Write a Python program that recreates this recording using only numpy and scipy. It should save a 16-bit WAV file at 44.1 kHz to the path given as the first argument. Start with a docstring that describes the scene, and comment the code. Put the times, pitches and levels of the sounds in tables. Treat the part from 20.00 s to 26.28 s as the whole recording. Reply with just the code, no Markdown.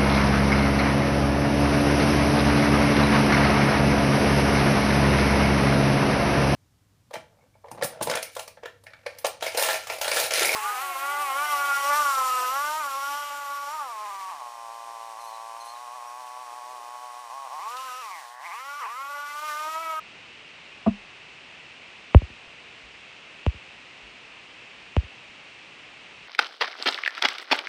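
"""Bump and knocks on a table

A hollow bump, then three dull knocks on a table, heard through a microphone that stands on it.
Each knock is a filtered impulse that the table top disperses, treble first and bass last, so it falls
from a tick to a thud; a faint rebound follows. The bump sums swelling modes, a noise scuff and a click.
Two soft nudges are brief low sines; under it all lie steady coloured noise and two thin tones."""
import sys
import numpy as np
from scipy.fft import rfft, irfft, next_fast_len
from scipy.io import wavfile

SR = 44100
rng = np.random.default_rng(int(sys.argv[2]) if len(sys.argv) > 2 else 0)


def master(y):
    """Save y as 16-bit WAV."""
    cut = np.clip(np.atleast_2d(y).T, -1, 1)
    pcm = np.round(cut * 32767)  # scale
    wavfile.write(sys.argv[1], SR, pcm.astype(np.int16))


N = 276948  # length in samples


def amp(db):
    """Amplitude ratio: 20 dB make a factor of ten."""
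    return 10 ** (np.asarray(db) / 20)


def unit(x):
    """Normalisation by mean power: x at rms 1."""
    return x / np.sqrt(np.mean(x ** 2) + 1e-20)


def along(points, hz):
    """Spectral envelope: (Hz, value) points interpolated on a logarithmic frequency axis."""
    f, v = np.transpose(points)
    return np.interp(np.log(hz + 1), np.log(f + 1), v)


def filtered(x, response):
    """Linear filtering: the spectrum of x times a response of frequency."""
    size = next_fast_len(len(x) + SR // 4)  # padding keeps the tail from wrapping round
    hz = np.fft.rfftfreq(size, 1 / SR)
    return irfft(rfft(x, size) * response(hz), size)[:len(x)]


def noise(spectrum, size):
    """Coloured noise: white Gaussian noise shaped by a spectral envelope in dB, at rms 1."""
    white = rng.standard_normal(size)
    return unit(filtered(white, lambda hz: amp(along(spectrum, hz))))


def causal(gain):
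    """Minimum phase: folding the cepstrum gives the causal response with this gain."""
    cepstrum = irfft(np.log(np.maximum(gain, 1e-6)))
    half = len(cepstrum) // 2
    cepstrum[1:half] *= 2
    cepstrum[half + 1:] = 0
    return np.exp(rfft(cepstrum))


def swell(t, rise, t60):
    """Build-up and damping: a smooth rise, then an exponential decay of 60 dB in t60 seconds."""
    attack = np.sin(np.pi / 2 * np.minimum(t / rise, 1)) ** 2
    decay = np.exp(-np.log(1000) * np.maximum(t - rise, 0) / t60)
    return attack * decay


def add(track, s, sound):
    """Superposition: mix a sound into the track at s seconds."""
    part = track[round(s * SR):][:len(sound)]
    part += sound[:len(part)]


def hiss(level_db=-46.5):
    """Stationary noise: even, coloured microphone hiss with a trace of electrical whine."""
    # Spectrum of the hiss. Each row: frequency in Hz, relative level per hertz in dB.
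    hiss_spectrum = [(12, -51), (20, -37), (49, -13), (91, -11.5), (118, -7.5), (193, -8), (396, -7.5),
                     (428, -7.5), (583, -8), (880, -7.5), (1590, -8), (2660, 1), (3440, -9), (8260, -28),
                     (9400, -33), (12200, -70), (20700, -120)]
    # Thin electrical tones. Each row: frequency in Hz, rms level in dB.
    whine_tones = [(4382, -85), (5841, -90.5)]
    t = np.arange(N) / SR
    whine = sum(np.sqrt(2) * amp(db) * np.sin(2 * np.pi * hz * t) for hz, db in whine_tones)
    return amp(level_db) * noise(hiss_spectrum, N) + whine


def nudges(rock_hz=54):
    """Damped oscillation: pushes so soft that the table only rocks for a moment."""
    # Soft pushes. Each row: start in seconds, level in dB.
    pushes = [(2.825, -53), (4.02, -52)]
    track, t = np.zeros(N), np.arange(SR // 2) / SR
    rock = swell(t, rise=.03, t60=.25) * np.sin(2 * np.pi * rock_hz * t)
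    for s, db in pushes:
        add(track, s, amp(db) * rock)
    return track


def bump(s=.861, scuff_db=-25, click_s=.8795, click_db=-31, sway_db=-49, sway_hz=33):
    """Modal synthesis: a nudged hollow thing sums swelling modes, a scuff, a click and a brief table sway."""
    # Modes of the hollow thing. Each row: frequency in Hz, level in dB, swell in seconds, t60 in seconds.
    hollow_modes = [(87, -26.5, .036, 0.017), (202.8, -15, 0.018, 0.17), (214.2, -13.5, 0.0344, .04),
                    (237, -38, 0.053, .12), (255.5, -20, 0.0272, 0.015), (401, -26, 0.017, 0.011),
                    (701, -21, 0.0058, 0.065), (676.5, -20.5, 0.021, .036), (1016, -30.5, 0.0017, 0.042),
                    (1144, -32.5, 0.015, 0.022), (1670, -49.5, 0.023, .03)]
    # Spectrum of the contact scuff. Each row: frequency in Hz, relative level per hertz in dB.
    scuff_spectrum = [(100, -22), (300, 3), (750, 0), (1150, -3.5), (1400, -15.5), (2500, -26),
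                      (5000, -51.5)]
    click_spectrum = [(500, -20), (1500, 5), (2700, -4.5), (5000, -26.5)]  # columns as for the scuff
    track, t = np.zeros(N), np.arange(SR // 2) / SR
    ring = np.zeros(len(t))
    for hz, db, rise, t60 in hollow_modes:
        ring += amp(db) * swell(t, rise, t60) * np.sin(2 * np.pi * hz * t)
    scuff = amp(scuff_db) * swell(t, rise=.0064, t60=.087) * noise(scuff_spectrum, len(t))
    click = amp(click_db) * swell(t, rise=.0005, t60=.008) * noise(click_spectrum, len(t))
    sway = amp(sway_db) * swell(t, rise=.05, t60=.45) * np.sin(2 * np.pi * sway_hz * t)
    add(track, s, ring + scuff + sway)
    add(track, click_s, click)
    return track


def dispersion(hz, lag_at_1k):
    """Dispersion: bending waves speed up with the root of frequency; resonances delay the bass further."""
    # Resonances that hold the wave back. Each row: centre in Hz, width in Hz.
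    holds = [(115, 91), (460, 315)]
    # this phase gives a delay of lag_at_1k * sqrt(1000 / hz) seconds
    response = np.exp(-4j * np.pi * lag_at_1k * np.sqrt(1000 * hz))
    for centre, width in holds:
        pole = centre ** 2 - hz ** 2 + 1j * hz * width
        response = response * np.conj(pole) / pole  # all-pass: delay without change of level
    return response


def blow(soft_hz, thud_db, tick_db=-np.inf, tick_hz=2850, tick_width_hz=300, edge_s=.009, edge_top_hz=500):
    """Impulse response: one push through the table, at peak 1; softness costs treble, a hard tip ticks."""
    # Broad answer of the table beside its bass thud. Each row: frequency in Hz, relative level in dB.
    table_answer = [(10, -110), (50, -42), (130, -17), (220, -17), (350, -22), (550, -21.5), (750, -25.5),
                    (1100, -29), (1500, -40), (2800, -38.5), (4500, -61), (7000, -58), (9000, -67)]
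    thud_hz, thud_octaves = 73, .43  # centre and spread of the bass peak
    echo = .15  # share that the table edge sends back, before its filter
    hz = np.fft.rfftfreq(2 * (SR // 6), 1 / SR)
    travel = dispersion(hz, lag_at_1k=.00067)
    # a broad bass peak makes a short thud
    thud = np.exp(-.5 * (np.log2((hz + 1) / thud_hz) / thud_octaves) ** 2)
    tick = 1 / (1 + ((hz - tick_hz) / tick_width_hz) ** 2)
    # the edge sends back all but the longest waves; the treble dies on the way
    edge = np.exp(-2j * np.pi * hz * edge_s) * hz ** 4 / (hz ** 4 + 170 ** 4)
    edge = edge / (1 + (hz / edge_top_hz) ** 2)
    contact = 1 / np.hypot(1, (hz / soft_hz) ** 2)
    gain = (amp(thud_db) * thud + amp(along(table_answer, hz)) + amp(tick_db) * tick) * contact
    wave = irfft(causal(gain) * travel * (1 + echo * edge))
    return wave / np.abs(wave).max()


def rebound(db, thud_db):
    """Contact softness: a light touch has no tick, and the weaker it is, the duller."""
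    octaves = (db + 30) / 15  # 15 dB less halve the cut-off
    return amp(db) * blow(680 * 2 ** octaves, thud_db)  # 680 Hz at a peak of -30 dB


def knocks():
    """Successive impacts: a hard blow, a rebound as the hand falls back, and a settling touch if strong."""
    # Knocks. Each row: start in seconds, peak in dB, softness cut-off in Hz,
    # relative level of the tick in dB ahead of that softening, pause before the rebound in seconds.
    strikes = [(2.1463, 0.5, 2420, -42, .0715), (3.464, -12, 8400, -36.5, 0.077),
               (4.9655, -10.5, 7000, -39.5, .065)]
    rebound_loss_db, settle_loss_db = 27, 15.5  # first loss, further loss
    settle_pause = 1.14  # second pause over the first
    rest_db = -47  # at or below this peak the hand stays down
    knock_thud_db, rebound_thud_db, settle_thud_db = 1.7, -1.5, -10  # weight of the bass thud
    track = np.zeros(N)
    for s, db, soft_hz, tick_db, pause in strikes:
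        add(track, s, amp(db) * blow(soft_hz, knock_thud_db, tick_db))
        rebound_db = db - rebound_loss_db
        add(track, s + pause, rebound(rebound_db, rebound_thud_db))
        settle_db = rebound_db - settle_loss_db
        if settle_db > rest_db:
            add(track, s + pause * (1 + settle_pause), rebound(settle_db, settle_thud_db))
    return track


def scene():
    """Superposition of the sources: the blows arrive through the table, with no room echo."""
    return (hiss() + nudges() + bump() + knocks())[None]


def record(dry):
    """Clipping and band limiting: peaks stop at full scale, then nothing passes above the top frequency."""
    top_hz = 9500
    clipped = np.clip(dry[0], -1, 1)
    return filtered(clipped, lambda hz: hz < top_hz)[None]


dry = scene()
out = record(dry)
master(out)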